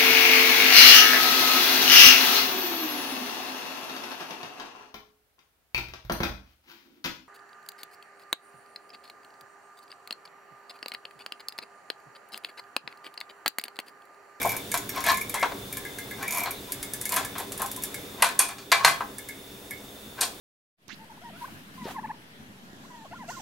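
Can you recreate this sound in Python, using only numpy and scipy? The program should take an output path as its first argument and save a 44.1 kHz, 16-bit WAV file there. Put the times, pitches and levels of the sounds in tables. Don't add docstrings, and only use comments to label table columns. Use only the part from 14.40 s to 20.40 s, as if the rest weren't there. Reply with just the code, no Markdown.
import sys
import numpy as np
from scipy import signal
from scipy.fft import rfft, irfft, next_fast_len
from scipy.io import wavfile
from scipy.ndimage import uniform_filter1d

SR = 44100
rng = np.random.default_rng(int(sys.argv[2]) if len(sys.argv) > 2 else 0)


def field_ratio(decibels):
    return 10 ** (np.asarray(decibels, dtype=float) / 20)


def generate_wav(signal):
    frames = np.transpose(np.atleast_2d(signal))
    scaled = np.clip(frames, -1, 1) * 32767
    pcm = np.round(scaled).astype(np.int16)
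    wavfile.write(sys.argv[1], SR, pcm)


N = 264600

# (time [s], relative tick level [dB], relative lower handle ring level [dB],
# relative upper handle ring level [dB], pitch that the grip leaves free [Hz])
TICKS = [(0.0151, -19, -57, -17.5, 2310), (0.029, -17, -52, -23, 2340), (0.0546, -21, -42, -37, 2330),
         (0.0737, -20, -47, -33, 2260), (0.0919, -19.5, -54, -19.5, 2340), (0.106, -22, -63, -37, 2270),
         (0.1179, -19, -44, -21.5, 2340), (0.165, -18.5, -41, -22.5, 2380), (0.3158, -17, -35, -24, 2280),
         (0.3411, -14.5, -46, -20, 2350), (0.374, -16.5, -51, -50, 2200), (0.4919, -19, -38, -29.5, 2270),
         (0.5592, -25.5, -46, -25, 2290), (0.6045, -24, -52.5, -41, 2260), (0.6396, -19, -33, -27, 2190),
         (0.664, -16, -22, -28, 2270), (0.6855, -15, -17, -22, 2320), (0.716, -17.5, -28, -34, 2170),
         (0.743, -21, -59, -16.5, 2336), (0.771, -20.5, -33, -23.5, 2236), (0.8113, -21, -59, -19.5, 2340),
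         (0.8952, -19, -43, -30, 2330), (0.9419, -17, -39, -41, 2150), (0.9966, -26.5, -33, -37, 2100),
         (1.0131, -27, -45, -16, 2243), (1.326, -20.5, -43, -26.5, 2336), (1.37, -19.5, -34, -31, 2336),
         (1.4506, -30, -29, -29.5, 2054), (1.5853, -25.5, -30.5, -32, 2070), (1.71, -29.5, -30, -31, 2085),
         (1.827, -23, -32, -26, 2360), (1.8785, -20.5, -50, -21.5, 2336), (1.9076, -18, -54, -25, 2336),
         (1.923, -18, -54, -25, 2336), (1.9347, -22, -55, -33, 2320), (1.947, -19, -52, -22, 2336),
         (1.961, -22, -50, -31, 2180), (1.9715, -18, -47, -20.5, 2340), (1.982, -17, -50, -20, 2330),
         (1.993, -22, -48, -32, 2320), (2.0036, -21, -54, -19, 2370), (2.0347, -17, -54, -21, 2360),
         (2.1076, -20.5, -54, -25, 2360), (2.3204, -14.5, -40, -32, 2290), (2.428, -18.5, -40, -32, 2210),
         (2.535, -16.5, -34.5, -42, 2210), (2.6126, -17.5, -44, -44, 2100), (2.654, -15.5, -35, -32, 2172),
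         (2.692, -17, -43, -35, 2310), (2.721, -14.5, -40, -33, 2170), (2.7404, -16, -31, -38, 2180),
         (2.7615, -12, -28, -43, 2290), (2.789, -30, -42, -43, 2300), (2.8482, -21.5, -33, -31, 2280),
         (2.9817, -20.5, -45, -43, 2140), (2.9993, -26, -41, -54, 2200), (3.12, -21.5, -59, -57, 2250),
         (3.177, -22, -42, -50, 2260), (3.197, -27, -40, -50, 2300), (3.218, -15, -44, -48, 2260),
         (3.261, -22.5, -54, -48, 2230), (3.3143, -20.5, -60, -55, 2200), (3.362, -22.5, -47, -52, 2280),
         (3.423, -25, -60, -49, 2160), (3.4357, -14.5, -35.5, -39, 2210), (3.5428, -22.5, -37.5, -34, 2172),
         (4.783, -22.5, -38.5, -37, 2224), (4.887, -25.5, -36, -32, 2172), (5.308, -23.5, -35.5, -31, 2172)]
RANGES_HZ = [650, 1100, 2000, 4500, 10000]


def evened(x):
    return x / np.sqrt(np.mean(x ** 2) + 1e-20)


def read(points, hz):
    f, value = np.transpose(points)
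    return np.interp(np.log(hz + 1), np.log(f + 1), value)


def add(mix, s, sound):
    part = mix[round(s * SR):][:len(sound)]
    part += sound[:len(part)]


def resonances(peaks, hz, between_db):
    response = field_ratio(between_db)
    for k, (f, width, db) in enumerate(peaks):
        response = response + (-1) ** k * field_ratio(db) / (1 + 2j * (hz - f) / width)
    return response


def coloured(x, response):
    size = next_fast_len(len(x) + 8192)
    return irfft(rfft(x, size) * response(np.fft.rfftfreq(size, 1 / SR)), size)[:len(x) + 4096]


def background():
    # (frequency [Hz], relative level per hertz [dB])
    hum = [(25, -16), (45, -7), (75, -8), (150, -7.5), (330, -9), (550, -8), (895, -13), (2000, -15.5),
           (4150, -19), (8000, -22), (13000, -22)]
    # (frequency [Hz], width [Hz], level above it [dB])
    whirr = [(118, 24, 6), (209, 22, 8), (283, 28, 10), (392, 50, 8), (480, 25, 5), (3570, 260, 10),
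             (10700, 140, 4)]
    # (frequency [Hz], correlation)
    likeness = [(60, 1), (180, 0.96), (550, 0.77), (1650, 0.04), (4970, 0.42), (15000, 0.97)]
    # (time [s], level [dB])
    fades = [(0.0, -35), (0.15, -39.5), (2.3, -41), (3.6, -40), (4.15, -47), (4.64, -44.5), (6.0, -44.5)]
    whine_hz = [9975, 11630, 15735]
    whine_db = [-24, -25, -15]
    frames, hz = N // 1024 + 5, np.fft.rfftfreq(4096, 1 / SR)
    a, b, c, d, patches = rng.standard_normal((frames, 2049, 5)).T
    patches = uniform_filter1d(patches, size=40, axis=0)
    patches = evened(uniform_filter1d(patches, size=3, axis=1))
    same = np.clip(read(likeness, hz), -1, 1)[:, None]
    left, other = a + 1j * b, c + 1j * d
    spectra = np.array([left, same * left + np.sqrt(1 - same ** 2) * other])
    lift = np.sqrt(1 + sum(field_ratio(db) ** 2 / (1 + (2 * (hz - f) / w) ** 4) for f, w, db in whirr))
    below_top_whine = hz < whine_hz[-1]
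    spectra *= (lift * below_top_whine)[:, None] * field_ratio(read(hum, hz)[:, None] + patches)
    noise = evened(signal.istft(spectra, nperseg=4096, noverlap=3072)[1][:, :N])
    t = np.arange(N) / SR
    whine = sum(field_ratio(db) * np.sin(2 * np.pi * f * t) for f, db in zip(whine_hz, whine_db))
    return field_ratio(np.interp(t, *np.transpose(fades))) * (noise + whine)


def room(x):
    taps = np.zeros((2, SR // 2))
    at = np.arange(60, SR // 2 - 20, 20) + rng.integers(0, 20, (2, (SR // 2 - 61) // 20))
    np.put_along_axis(taps, at, rng.choice([-1., 1.], at.shape), 1)
    hz, t, z = signal.stft(taps, SR, nperseg=256)
    t60 = read([(500, 0.49), (4000, 0.28), (14000, 0.21)], hz)[:, None]
    tone_db = read([(300, 1.0), (1500, -1.0), (5000, 5.5), (9000, 2.5), (13000, -14.0)], hz)[:, None]
    tail = signal.istft(z * field_ratio(-60 * t / t60 + tone_db), SR, nperseg=256)[1]
    return signal.fftconvolve(x[None], tail / np.linalg.norm(tail[0]), axes=1)[:, :N]


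def thump():
    out, t = np.zeros(N), np.arange(16000) / SR
    swell = field_ratio(-36.5 - 60 * t / 0.35) * np.minimum(t / 0.018, 1)
    add(out, 4.455, swell * np.sin(2 * np.pi * 155.5 * t))
    return out


def case_bands(x):
    # (frequency [Hz], width [Hz], level [dB])
    case_modes = [(691, 14, -3), (807, 15, 1.5), (970, 130, 0.5), (1081, 104, 6.5), (1330, 105, -6.5),
                  (1492, 14, 1), (1605, 89, -2.5), (1718, 15, 2), (2000, 13, -5.5), (2380, 32, 0.5),
                  (2498, 42, -9), (3350, 16, 1.5), (3647, 32, -9), (4013, 106, -1), (4570, 65, -8),
                  (5760, 27, -14), (7100, 69, -14), (8540, 430, -36), (11100, 67, -21)]
    # (frequency [Hz], level [dB])
    case_tone = [(150, -35), (450, -17), (650, -9.5), (12500, -11), (14000, -23), (17000, -50)]
    spot_db, spot_detune = 2.0, .012
    spot = rng.standard_normal((len(case_modes), 2))
    panels = [(f * (1 + spot_detune * v), w, db + spot_db * u)
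              for (f, w, db), (u, v) in zip(case_modes, spot)]

    def band(k):
        share = [(f, float(j == k)) for j, f in enumerate(RANGES_HZ)]
        return lambda hz: read(share, hz) * field_ratio(read(case_tone, hz)) * resonances(panels, hz, -10)
    return [coloured(x, band(k)) for k in range(len(RANGES_HZ))]


def slips(rise, fall, order=1):
    t = np.arange(-rise, fall, 1 / SR)
    sizes = field_ratio(4.9 * np.minimum(rng.exponential(1, len(t)), 3))
    force = (rng.random(len(t)) < 8000 / SR) * sizes * rng.standard_normal(len(t))
    ends_db = -16.5
    push = field_ratio(ends_db * np.where(t < 0, -t / rise, t / fall) ** order)
    return force, push * signal.windows.tukey(len(t), .1)


def drags():
    # (hardest push [s], rise [s], fall [s], relative level [dB],
    # tilt per step up from the low panels [dB])
    strokes = [(0.018, 0.017, 0.13, -35.5, -5.5), (0.14, 0.031, 0.082, -36.5, -7),
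               (0.58, 0.073, 0.13, -34.5, -3), (0.672, 0.032, 0.042, -24, -2.5),
               (0.7, 0.04, 0.043, -25.5, -1), (0.955, 0.0091, 0.035, -35, -17),
               (1.122, 0.011, 0.018, -32, -7.5), (1.83, 0.067, 0.044, -35, -5.5),
               (1.98, 0.12, 0.18, -32, -11), (2.73, 0.029, 0.078, -28, -5.5),
               (2.775, 0.015, 0.099, -29.5, -7), (3.01, 0.06, 0.046, -34, -7),
               (3.205, 0.017, 0.1, -32.5, -7.5), (3.815, 0.054, 0.0091, -36, -6),
               (4.449, 0.02, 0.0043, -28, -1.5), (5.79, 0.023, 0.062, -37.5, -5),
               (5.836, 0.023, 0.028, -36, 3)]
    out = np.zeros(N)
    for s, rise, fall, db, tilt_db in strokes:
        force, push = slips(rise, fall)
        low, body, middle, high, top = case_bands(force)
        steps = [low + field_ratio(-9.0) * body, middle, high, top]
        for step, part in enumerate(steps):
            level = field_ratio(db - 3.0 + tilt_db * step) * field_ratio(-6.0 * (step > 2))
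            add(out, max(s - rise, 0), level * push * evened(part[:len(push)]))
    return out


def singing():
    # (hardest push [s], rise [s], fall [s], relative level [dB], sung pitch [Hz])
    strokes = [(0.06, 0.091, 0.16, -33.5, 2290), (0.121, 0.03, 0.04, -41, 1080),
               (0.578, 0.02, 0.075, -28, 1069), (0.695, 0.05, 0.1, -30, 2250), (0.7, 0.03, 0.03, -28, 1790),
               (0.701, 0.03, 0.025, -27.5, 4000), (0.705, 0.03, 0.06, -18, 1063),
               (0.984, 0.05, 0.04, -37, 1683), (0.99, 0.06, 0.06, -31.5, 2110),
               (1.375, 0.015, 0.03, -42, 1057), (1.838, 0.02, 0.028, -33, 1060),
               (1.85, 0.03, 0.04, -39, 1920), (1.96, 0.16, 0.15, -32.5, 2340),
               (1.971, 0.074, 0.069, -39, 1005), (2.062, 0.008, 0.04, -36, 4150),
               (2.16, 0.025, 0.07, -45, 3900), (2.3, 0.02, 0.022, -41, 1004),
               (3.22, 0.035, 0.054, -32, 1062), (3.385, 0.024, 0.026, -39.5, 1013),
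               (4.005, 0.015, 0.09, -31, 2450), (4.41, 0.025, 0.055, -26.5, 1077),
               (5.79, 0.015, 0.015, -37, 1560), (5.819, 0.008, 0.01, -31, 1650),
               (5.836, 0.03, 0.014, -30, 4400), (5.839, 0.02, 0.026, -39, 1043)]
    lid_hz, lid_width = 1072, 12
    out = np.zeros(N)
    for s, rise, fall, db, sung_hz in strokes:
        force, push = slips(rise, fall, order=2)
        mode = [(sung_hz, lid_width * (sung_hz / lid_hz) ** 2, 0)]
        swing = coloured(force, lambda hz: resonances(mode, hz, -48.0) / (1 + (hz / 5000) ** 4))
        held = swing / np.sqrt(uniform_filter1d(swing ** 2, size=900) + 1e-12)
        sung = field_ratio(db - 4.0) * push * held[:len(push)]
        add(out, max(s - rise, 0), sung[round(max(rise - s, 0) * SR):])
    return out


def knock_levels(panels_db, centre_hz, fall_db, tip_db):
    hz = np.array(RANGES_HZ)
    panels = field_ratio(panels_db - fall_db * abs(np.log2(hz / centre_hz)))
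    tip = field_ratio(tip_db - 4.5 * abs(np.log2(hz / 10000)))
    return 10 * np.log10(panels ** 2 + tip ** 2)


def knocks():
    # (time [s], relative panel level [dB], centre of the struck panels [Hz],
    # fall from it [dB per octave], relative steel tip level [dB])
    blows = [(0.0495, -15, 706, 15.5, -40), (0.061, -19, 687, 28, -50), (0.3405, -22.5, 1160, 3.5, -31),
             (0.9407, -26, 1150, 4, -41), (1.0275, -14.5, 950, 6, -46), (1.04, -25, 890, 7, -55),
             (1.056, -27.5, 850, 5, -55), (2.058, -29, 990, 4, -62), (2.069, -27, 1010, 7, -62),
             (2.765, -22.5, 1590, 5.5, -25.5), (2.953, -30.5, 1370, 8, -55), (3.22, -24.5, 1000, 12, -48),
             (3.823, -10, 1580, 7.5, -16), (3.992, -24.5, 1730, 4, -16.5), (4.088, -33.5, 1500, 5.5, -36.5),
             (4.183, -36.5, 3400, 7, -61), (4.317, -10.5, 1780, 5, -21), (4.447, -7.5, 1690, 5.5, -15.5),
             (4.606, -19.5, 1040, 13.5, -46), (5.808, -37, 2500, 6, -23), (5.816, -34.5, 2500, -2, -24.5),
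             (5.834, -33, 750, 10, -42)]
    # (centre [Hz], t60 [s])
    shake = [(950, 0.09), (1350, 0.24)]
    lead = 300
    out, t = np.zeros(N), np.arange(16000) / SR
    for s, *blow in blows:
        levels_db = knock_levels(*blow)
        t60 = np.interp(blow[1], *np.transpose(shake))
        rattle = field_ratio(2.5 * evened(uniform_filter1d(rng.standard_normal(len(t)), size=150)))
        crack = field_ratio(-60 * t / 0.017)
        force = rng.standard_normal(len(t)) * (crack + rattle * field_ratio(-1.5 - 60 * t / t60))
        force *= np.minimum(t / 0.0017, 1)
        force[30] += field_ratio(19)
        for db, part in zip(levels_db, case_bands(np.r_[np.zeros(lead), force])):
            loudness = np.sqrt(np.mean(part[lead:lead + 500] ** 2))
            add(out, s - lead / SR, field_ratio(db - 7.5) * part / loudness)
    return out


def clangs():
    # (frequency [Hz], width [Hz], level [dB])
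    shaft = [(4180, 130, 8.5), (5710, 89, 0.5), (6400, 120, 2), (7170, 75, -12), (7620, 50, -10),
             (8530, 170, 4.5), (9000, 110, 3.5), (9810, 100, 1), (10360, 110, 0.5), (11100, 110, 1),
             (11470, 170, -2.5), (13200, 110, -4)]
    # (time [s], level [dB], centre of the modes that sound [Hz], fall from it [dB per octave], t60 [s])
    strikes = [(2.765, -31, 9000, 16, .06), (3.821, -18.5, 10000, 29, 0.13), (3.99, -13.5, 9600, 18, .22),
               (4.085, -37, 9800, 24, .1), (4.317, -22, 4280, 9, 0.15), (4.447, -18.5, 5140, 12, 0.14),
               (5.81, -23, 10500, 2, .03), (5.816, -26, 10000, 8, .04), (5.832, -33, 8600, 35, 0.18)]
    out, t = np.zeros(N), np.arange(12000) / SR
    for s, db, centre_hz, fall_db, t60 in strikes:
        envelope = field_ratio(-60 * t / 0.019) + field_ratio(-13.5 - 60 * t / t60)
        force = rng.standard_normal(len(t)) * envelope * np.minimum(t / 0.00095, 1)
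        modes = [(f, w, mode_db - fall_db * abs(np.log2(f / centre_hz))) for f, w, mode_db in shaft]
        clang = coloured(force, lambda hz: resonances(modes, hz, -80))
        add(out, s, field_ratio(db) * clang / np.sqrt(np.mean(clang[:400] ** 2)))
    return out


def handle():
    # (frequency [Hz], partner [Hz], t60 [s])
    rings = [(1727, 1655, 0.13), (2089, 2020, 0.19), (2172, 2250, 0.17), (2336, 2240, 0.045),
             (5300, 5570, 0.14)]
    # (time [s], level [dB])
    glints = [(0.4953, -38.5), (0.5636, -42), (0.608, -41)]
    glint_db = -23.5
    grip_db_per_hz = 0.085
    detune, wobble_db = .006, 1.5
    low_grip_hz = (rings[1][0] + rings[2][0]) / 2
    out, t = np.zeros(N), np.arange(6000) / SR
    for s, _, lower_db, upper_db, free_hz in TICKS:
        ring_db = [lower_db] + [upper_db - grip_db_per_hz * abs(hz - free_hz) for hz, _, _ in rings[1:-1]]
        ring_db.append(ring_db[-1] + glint_db)
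        wobble = field_ratio(wobble_db * evened(uniform_filter1d(rng.standard_normal(len(t)), size=250)))
        for k, ((hz, partner_hz, t60), db) in enumerate(zip(rings, ring_db)):
            phase, shift, balance = rng.random(3)
            if k == 0 and free_hz < low_grip_hz:
                hz, partner_hz = partner_hz, hz
            shifted = t * (1 + detune * (2 * shift - 1))
            partner = np.sin(2 * np.pi * (partner_hz * shifted + phase))
            pair = np.sin(2 * np.pi * hz * shifted) + field_ratio(-9.0 + 6.8 * balance) * partner
            add(out, s, field_ratio(db - 3.0 - 60 * t / t60) * wobble * pair * np.minimum(t / 0.0032, 1))
    _, hz, t60 = rings[-1]
    for s, db in glints:
        add(out, s, field_ratio(db - 60 * t / t60) * np.sin(2 * np.pi * hz * t))
    return out


def pawl():
    # (frequency [Hz], width [Hz], level [dB])
    free = [(7430, 72, 3), (7500, 4400, -16), (10400, 3700, 3.5), (12600, 620, 9.5), (12260, 330, -4)]
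    # (frequency [Hz], width [Hz], level [dB])
    held_tight = [(6020, 140, -11), (6870, 290, 2), (8370, 270, -6), (10140, 680, 2.5), (11970, 410, 4.5),
                  (15100, 330, 0.5)]
    # (from [s], to [s])
    pushing = [(0, .85), (1.8, 2.15)]
    out, t = np.zeros(N), np.arange(6000) / SR
    for s, tick_db, *_ in TICKS:
        loaded = any(a < s < b for a, b in pushing)
        parts, between_db = (held_tight, -9.0) if loaded else (free, -3.0)
        detune = rng.uniform(-1, 1, len(parts))
        bands = [(f * (1 + .03 * d), w, db + 4 * d) for (f, w, db), d in zip(parts, detune)]
        envelope = field_ratio(-60 * t / 0.017) + field_ratio(-4.5 - 60 * t / 0.12)
        force = rng.standard_normal(len(t)) * envelope * np.minimum(t / 0.00052, 1)

        def response(hz):
            tilt = np.clip(hz / 7000, 0, 1) ** 0.5
            return resonances(bands, hz, between_db) * tilt / (1 + (hz / 15600) ** 40)
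        tick = coloured(force, response)
        add(out, s, field_ratio(tick_db - 9.5) * tick / np.sqrt(np.mean(tick[:130] ** 2)))
    return out


def scene():
    # (frequency [Hz], level each way [dB])
    lean = [(200, 2), (600, 1), (1500, 1.5), (4000, 0.5)]
    tool = pawl() + handle() + clangs()
    case = knocks() + drags() + singing()
    sides = np.array([coloured(case, lambda hz: field_ratio(side * read(lean, hz)))[:N] for side in (1, -1)])
    echoes = room(field_ratio(-8.5) * tool + field_ratio(-10.5) * case)
    return tool + sides + echoes + thump() + background()


def low_pass(x):
    return signal.sosfilt(signal.butter(12, 17160, fs=SR, output="sos"), x)


def record(dry):
    ceiling = .95
    over = np.maximum(abs(dry) - ceiling / 2, 0)
    rounded = np.sign(dry) * (abs(dry) - over + ceiling / 2 * np.tanh(2 * over / ceiling))
    return low_pass(rounded)


dry = scene()
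out = record(dry)
generate_wav(out)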